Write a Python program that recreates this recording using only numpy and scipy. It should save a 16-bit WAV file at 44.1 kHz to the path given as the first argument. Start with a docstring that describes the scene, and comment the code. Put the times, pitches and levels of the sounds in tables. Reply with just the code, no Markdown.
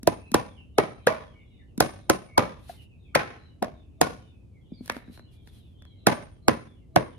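"""Close by on a paved drive, a rubber mallet knocks a wooden frame with metal bars together.
A light bump leads into the first run of blows, with one very light tap among them; each bends the boards,
cracks the joint, sets the bars ringing faintly and scatters round the yard. After four seconds come a
cluster of bumps and soft hisses of a hand sliding and a sleeve rustling; from six seconds three last blows.
Throughout, birds sing far off, chirps and whistles blurred by trees, over a low rumble made of noise."""
import sys
import numpy as np
from scipy import signal
from scipy.fft import rfft, irfft
from scipy.io import wavfile
from scipy.ndimage import map_coordinates

SR = 44100
rng = np.random.default_rng(int(sys.argv[2]) if len(sys.argv) > 2 else 0)


def generate_wav(signal):
    """Clip the signal to [-1, 1] and save it as 16-bit WAV at the path in sys.argv[1]."""
    frames = np.transpose(np.atleast_2d(signal))
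    scaled = np.clip(frames, -1, 1) * 32767
    pcm = np.round(scaled).astype(np.int16)
    wavfile.write(sys.argv[1], SR, pcm)


N = 316638
SIZE = 32768  # samples in one knock
HZ, AGE = np.fft.rfftfreq(SIZE, 1 / SR), np.arange(SIZE) / SR

# Centres of a knock's four bands, thump, body, bite and crack. Each entry: frequency in Hz.
KNOCK_HZ = [200, 700, 2000, 8000]


def knocks(spot_width=.17, spot_in_tail=.35):
    """Force and place shape each knock; it favours the modes that are free to move at the struck spot."""
    # Mallet blows, and one very light tap at 2.693 by hand or mallet.
    # Each row: start in seconds, force in dB, place along the board (0 near - 1 far),
    # crack of the joint in dB, bars in dB, lift in dB of the pitches that the struck spot favours,
    # main pitch in Hz, second pitch in Hz.
    blows = [ (0.073, -1.5, 0.055, -2.5, 0.5, 11.5, 630, 346), (0.3431, 0, 0.24, -1.5, 0, 9.5, 1120, 341),
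             (.783, -.5, 0.52, -7.5, -2.5, 11.5, 427, 860), (1.07, -2, 0.78, -7.5, -2, 13, 498, 1570),
             (1.804, -.5, 0.24, 3, 8, 8, 770, 1400), (2.098, 0.5, 0.21, 2, 5.5, 8, 357, 1380),
             (2.379, 1.5, 0.4, -3.5, -3, 10, 940, 557), (2.693, -33.5, 1, -51, -40, 22.5, 718, 1600),
             (3.152, 0, 1, -6, -1, 8, 536, 2190), (3.625, -9.5, .3, -18, -30, 11, 751, 225),
             (4.014, 0, 0.26, 2, -2, 8, 720, 510.5), (6.069, 3, 0.26, 1.5, 5, 4.5, 1383, 267),
             (6.482, 3, 0.062, -2.5, 0.5, 3, 455, 332), (6.960, 1.5, 0.082, -7, -1, 8.5, 730, 1600)]
    # The farther off the blow lands, the thinner, more smeared and more scattered it arrives,
    # and the more from the left. Each pair: at the near end, at the far end.
    thump_ends_db, body_ends_db, bite_ends_db = (5, -4.5), (-1, -2.5), (-4.5, 2)
    smear_ends_s, scatter_ends_db = (.0014, .0028), (0.5, 6)
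    linger_ends = (1.12, 1.434)  # factor on the yard's decay time
    pan_ends_db = (-4, 3)  # left minus right
    # rubber stiffens under load, so a harder blow is brighter: dB per dB of force
    thump_growth, bite_growth = 0.96, 1.4
    second_share = 0.65  # of the lift, for the spot's second pitch
    out = np.zeros((2, N))
    for s, force_db, place, crack_db, bars_db, lift_db, main_hz, second_hz in blows:
        thump_db = along(thump_ends_db, place) + thump_growth * force_db
        middle_db = along(body_ends_db, place) + force_db
        bite_db = along(bite_ends_db, place) + bite_growth * force_db
        body_db = frame_db([thump_db, middle_db, bite_db, crack_db])
        main, second = (np.exp(-(np.log((HZ + 1) / hz) / spot_width) ** 2) for hz in (main_hz, second_hz))
        spot_db = lift_db * (main + second_share * second)
        direct = bend(body_db + spot_db, along(smear_ends_s, place), along(pan_ends_db, place))
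        add(out, s - SIZE / 2 / SR, direct)
        scatter_db = body_db + spot_in_tail * spot_db + along(scatter_ends_db, place)
        scatter = yard(scatter_db, along(linger_ends, place))
        add(out, s, scatter + amp(bars_db) * bars())
    return out


def frame_db(strength_db):
    """Spectrum of the frame's answer to a knock: broad boards, resonant modes and the knock's four bands."""
    # The boards' broad response. Each row: frequency in Hz, level in dB.
    wood = [(25, -20), (55, 9), (90, 15.5), (170, 21.5), (400, 22), (800, 17), (1500, 17), (2800, 7),
            (7000, 7), (10500, 5), (15000, -5.5)]
    # Modes of the frame. Each row: centre in Hz, width in Hz, lift in dB.
    mode_rows = [(244, 20, 3), (318, 23, 3.5), (433, 20, 2.5), (617, 310, 6.5), (693, 360, 3.5),
                 (997, 75, 5), (1180, 27, 0.5), (1516, 26, 1), (1743, 430, 4), (2216, 66, 4.5),
                 (2680, 38, 3.5), (3250, 200, 2.5), (3920, 700, 4.5), (4383, 110, 0.5), (5300, 1900, 4),
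                 (5570, 200, 0), (11300, 600, 5)]
    modes = sum(db / (1 + (2 * (HZ - hz) / width) ** 2) for hz, width, db in mode_rows)
    return read(wood, HZ) + modes + read(list(zip(KNOCK_HZ, strength_db)), HZ)


def bend(db, smear, pan_db, travel=.0025, dispersion=.33, ripple_db=1.5, stray=0.91, turn=0.95, lean_db=0.5):
    """Bending waves run along the boards by many paths, treble first and bass last."""
    # Phase between the microphone ports. Each row: frequency in Hz, base phase by which left leads in radians.
    ports = [(30, 0), (150, -1.5), (350, 0.81), (650, -1.5), (1200, 2.12), (2200, -2.5), (2900, 1.5),
             (3700, 2.3), (5500, 2.5), (7500, 3.5), (9500, 5), (13000, 6.5)]
    delay = travel * (1000 / (HZ + 150)) ** dispersion  # seconds
    delay = delay + smear * wander(HZ, 230) / (1 + HZ / 12000)
    phase = -2 * np.pi * np.cumsum(delay) * HZ[1]
    low = 1 / (1 + (HZ / 600) ** 2)
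    # the crowded upper modes answer unevenly, differently at each spot
    uneven_db = ripple_db * (1 - low) * wander(HZ, 130)
    wave = causal(db + uneven_db) * np.exp(1j * phase)
    # the struck spot leans the sound to one side, in level and in phase
    ports_differ = HZ / (HZ + 120) / (1 + (HZ / 8000) ** 2)
    lead = read(ports, HZ) + ports_differ * (turn * pan_db * low + stray * wander(HZ, 380))
    side_db = pan_db + lean_db * (1 - low) * ports_differ * wander(HZ, 450)
    lean = amp(side_db / 2) * np.exp(.5j * lead)
    # centred in the buffer, so that callers start it half a buffer early
    return np.roll(irfft([wave * lean, wave / lean]), SIZE // 2, axis=1)


def yard(db, linger, rattle=4.1, rattle_s=0.013, echo=0.45, echo_s=.055, echo_width=0.0094,
         rise_s=.005, mono_hz=170, lumps_db=2, wood_hz=1000, ripple_db=3.5):
    """The frame shudders on; ground, car and trees scatter the knock, and a wall returns it."""
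    # Colour of what the yard scatters back. Each row: frequency in Hz, level in dB.
    yard_colour = [(60, -2.5), (120, -0.5), (300, -6.5), (700, -6), (1100, -2.5), (1600, -8.5),
                   (2500, -2.5), (4000, -12), (6500, -14), (7700, -23), (10000, -11), (15000, -23.5)]
    # Its decay before the linger factor. Each row: frequency in Hz, time to fall 60 dB in seconds.
    yard_t60 = [(100, 0.48), (300, 0.34), (900, 0.32), (2500, 0.35), (6000, 0.37), (14000, 0.27)]
    hz, t, z = signal.stft(rng.standard_normal((3, SIZE)), SR, nperseg=256)
    shared = (1 / (1 + (hz / mono_hz) ** 2))[:, None]  # the bass reaches both ports alike
    z = np.sqrt(1 - shared) * z[:2] + np.sqrt(shared) * z[2]
    decay = amp(-60 * t / (linger * read(yard_t60, hz)[:, None]))
    tail = signal.istft(z * decay, SR, nperseg=256)[1][:, :SIZE]
    shudder = rattle * np.exp(-AGE / rattle_s)
    wall = echo * np.exp(-((AGE - echo_s) / echo_width) ** 2)
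    tail = tail * (1 + shudder + wall)
    tail = tail * (1 - np.exp(-(AGE / rise_s) ** 2)) * amp(lumps_db * wander(AGE, 0.0045))
    woody = np.exp(-np.log((HZ + 1) / wood_hz) ** 2)  # the boards' crowded middle modes ring on unevenly
    colour = causal(db + read(yard_colour, HZ) + ripple_db * woody * wander(HZ, 70))
    return irfft(rfft(evened(tail)) * colour) / np.sqrt(SIZE)


def bars(uneven_db=3, detune=.003, count=3):
    """Several nearly equal metal bars sing on in a beating cluster of high modes."""
    # Ring of one bar before its random spread and the blow's own gain.
    # Each row: frequency in Hz, level in dB, time to fall 60 dB in seconds.
    bar_modes = [(8960, -67, .45), (9130, -61, .35), (9290, -55, .52), (9450, -59, .4), (9650, -59, .4),
                 (9780, -61, .35)]
    hz, db, t60 = np.transpose(list(bar_modes) * count)[:, :, None]
    level, shift = rng.standard_normal((2, len(hz), 1))
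    turns = hz * (1 + detune * shift) * AGE + rng.random((len(hz), 1))
    decay = np.exp(-np.log(1000) * AGE / t60)
    rings = amp(db + uneven_db * level) * decay * np.sin(2 * np.pi * turns)
    return rings.sum(0) / np.sqrt(count)


def bumps(rock_hz=245, rock_width=130, rock_db=11, weight_db=-6, smear=.0009, yard_db=-4, linger=1.6):
    """Light bumps, each a thud and a click; every one rocks the frame in its lowest mode."""
    # Small bumps of the frame on the paving. Each row: start in seconds, dull thud in dB, click in dB,
    # centre of the click in Hz.
    bump_rows = [ (0.031, -9.5, -16, 6760), (0.317, -4.5, -13.5, 7840), (1.778, 2, -13, 6900),
                 (3.645, -12, -13, 2470), (4.719, -6.5, -65, 1000), (4.807, -7.5, -55, 1008),
                 (4.859, -40, -22, 8000), (4.878, -38, -14.5, 4000), (4.898, -17.5, 2.5, 1950),
                 (4.921, -19, -20, 5970), (4.966, -12.5, -14.5, 1400), (5.08, -14, -58, 1000),
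                 (5.097, -13, -60, 1000), (5.175, -35, -25.5, 1600), (5.194, -33, -24.5, 1400),
                 (5.474, -42, -26, 3030), (5.822, -43, -29, 2810), (5.852, -49, -31, 2486)]
    # dB per octave: a thud falls above the thump, a click either side of its centre
    thud_slope_db, click_slope_db = 17, 7
    out = np.zeros((2, N))
    rocking_db = weight_db + rock_db / (1 + (2 * (HZ - rock_hz) / rock_width) ** 2)
    rocking_db = rocking_db - 20 * np.log10(1 + (150 / (HZ + 1)) ** 2)  # thins the deep bass
    bands = np.array(KNOCK_HZ)
    for s, thud_db, click_db, click_hz in bump_rows:
        thud = thud_db - thud_slope_db * np.log2(bands / bands[0])
        click = click_db - click_slope_db * abs(np.log2(bands / click_hz))
        body_db = frame_db(np.maximum(thud, click)) + rocking_db
        add(out, s - SIZE / 2 / SR, bend(body_db, smear, 0, travel=0.0012, dispersion=0.099))
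        add(out, s, yard(body_db + yard_db, linger))
    return out


def hand_and_sleeve(grain_db=4.0):
    """Rubbing makes soft grainy hisses: noise that swells and fades with each slide or rustle."""
    # Soft hisses of a hand sliding over the wood and of a sleeve rustling.
    # Each row: middle in seconds, half length in seconds, level in dB.
    hisses = [(2.719, 0.078, -56.5), (4.921, 0.075, -57), (5.14, 0.051, -65.5), (5.336, 0.024, -73),
              (5.502, 0.038, -63), (5.58, 0.14, -73.5)]
    # Colour of the hiss. Each row: frequency in Hz, relative level in dB per Hz.
    hiss_colour = [(1760, -9.5), (3000, -6.5), (3710, -6), (4120, -3.5), (4990, -10.5), (7480, -18),
                   (10300, -8), (14600, -21), (15500, -47)]
    t = np.arange(N) / SR
    swell = sum(amp(db) * np.exp(-((t - s) / half) ** 2) for s, half, db in hisses)
    return swell * amp(grain_db * wander(t, 0.027)) * noise(hiss_colour)


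def birds(flutter_db=3, wet=4.3, count=150):
    """Falling chirps and level whistles over a chorus of farther ones, all blurred by the trees."""
    # The nearer bird notes. Each row: start in seconds, length in seconds, first pitch in Hz,
    # level in dB before flutter and blur.
    notes = [ (0.171, 0.31, 2610, -69.5), (.56, 0.054, 3180, -65), (1.306, 0.15, 2294, -74.5),
             (1.579, 0.052, 2155, -75.5), (2.26, 0.23, 2242, -67), (2.752, 0.08, 3205, -67),
             (2.895, 0.051, 2950, -73), (3.029, .067, 2734, -73.5), (4.725, .08, 4940, -72),
             (5.106, 0.16, 4200, -77), (5.771, 0.11, 3607, -78)]
    # the far chorus: ranges of length in seconds, pitch in Hz and level in dB
    chorus_s, chorus_hz, chorus_db = (.05, .16), (2300, 4250), (-90, -80)
    # the shortest notes drop by nearly this share of their pitch; those well over chirp_s hold it
    chirp_fall, chirp_s = 0.25, 0.13
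    warble, trees_t60 = .022, .28  # share of the pitch; seconds to fall 60 dB
    lowest, highest = np.transpose([(0, N / SR), chorus_s, chorus_hz, chorus_db])
    chorus = lowest + (highest - lowest) * rng.random((count, 4))
    song = np.zeros((1, N))
    for s, length, first_hz, db in [*notes, *chorus]:
        t = np.arange(0, length, 1 / SR)
        last_hz = first_hz * (1 - chirp_fall * np.exp(-(length / chirp_s) ** 2))
        hz = np.geomspace(first_hz, last_hz, len(t)) * (1 + warble * wander(t, 0.0022))
        loudness = amp(db + flutter_db * wander(t, 0.0044)) * signal.windows.tukey(len(t), .5)
        note = loudness * np.sin(2 * np.pi * np.cumsum(hz) / SR)
        add(song, s, note[None])
    trees = evened(rng.standard_normal((2, SIZE)) * amp(-60 * AGE / trees_t60)) / np.sqrt(SIZE)
    return song + wet * signal.fftconvolve(song, trees, axes=1)[:, :N]


def air(level_db=-51):
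    """Low, even outdoor rumble with a trace of hiss, made of shaped noise."""
    # The outdoor background. Each row: frequency in Hz, relative level in dB per Hz.
    air_colour = [(15, -55), (25, -30), (43, -7), (70, -1), (100, -2), (153, -11.5), (242, -14),
                  (400, -22.5), (640, -32), (1040, -43), (1700, -52), (3000, -49), (5000, -55),
                  (11000, -58), (16000, -74)]
    return amp(level_db) * noise(air_colour)


def noise(spectrum):
    """Stereo noise of a given spectrum at rms 1, partly alike in both microphone ports."""
    # How alike noise is in the two ports. Each row: frequency in Hz, likeness from 0 to 1.
    likeness = [(40, .9), (80, .8), (180, .5), (550, .1), (5000, .2), (15000, .7)]
    hz = np.fft.rfftfreq(N, 1 / SR)
    a, b = rfft(rng.standard_normal((2, N)))
    same = np.clip(read(likeness, hz), -1, 1)
    pair = np.array([a, same * a + np.sqrt(1 - same ** 2) * b])
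    return evened(irfft(pair * amp(read(spectrum, hz)), N))


def causal(db):
    """The spectrum of a body with this colour, which rings only after it is struck (minimum phase)."""
    log_gain = np.log(amp(np.maximum(db, -100)))
    circle = np.concatenate([log_gain, log_gain[-2:0:-1]])
    return np.exp(np.conj(signal.hilbert(circle)))[:len(db)]


def along(ends, place):
    """The value at a place between the near end (0) and the far end (1) of the board."""
    return ends[0] + (ends[1] - ends[0]) * place


def wander(axis, step):
    """A smooth random curve of rms about 1 through a new random value every step along the axis."""
    return map_coordinates(rng.standard_normal(2048), [axis / step], order=3, mode="wrap")


def read(points, hz):
    """Joins (Hz, value) points on a log-frequency axis."""
    f, value = np.transpose(points)
    return np.interp(np.log(hz + 1), np.log(f + 1), value)


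def amp(db):
    """Decibels to gain."""
    return np.exp(np.asarray(db) * np.log(10) / 20)


def evened(x):
    """Scales to rms 1."""
    return x / np.sqrt(np.mean(x ** 2) + 1e-20)


def add(mix, s, sound):
    """Mixes a sound in from time s, cutting what falls outside the mix."""
    start = round(s * SR)
    sound = sound[:, max(-start, 0):]
    part = mix[:, max(start, 0):][:, :sound.shape[1]]
    part += sound[:, :part.shape[1]]


def scene():
    """The work on the frame and the outdoors around it."""
    return knocks() + bumps() + hand_and_sleeve() + birds() + air()


def record(dry, ceiling=0.64, edge_hz=15900):
    """The loudest peaks are rounded off below the ceiling; then a low-pass limits the band."""
    held = dry / (1 + (dry / ceiling) ** 6) ** (1 / 6)
    low_pass = signal.firwin(161, edge_hz, window=("kaiser", 9), fs=SR)
    return signal.oaconvolve(held, low_pass[None], "same", axes=1)


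dry = scene()
out = record(dry)
generate_wav(out)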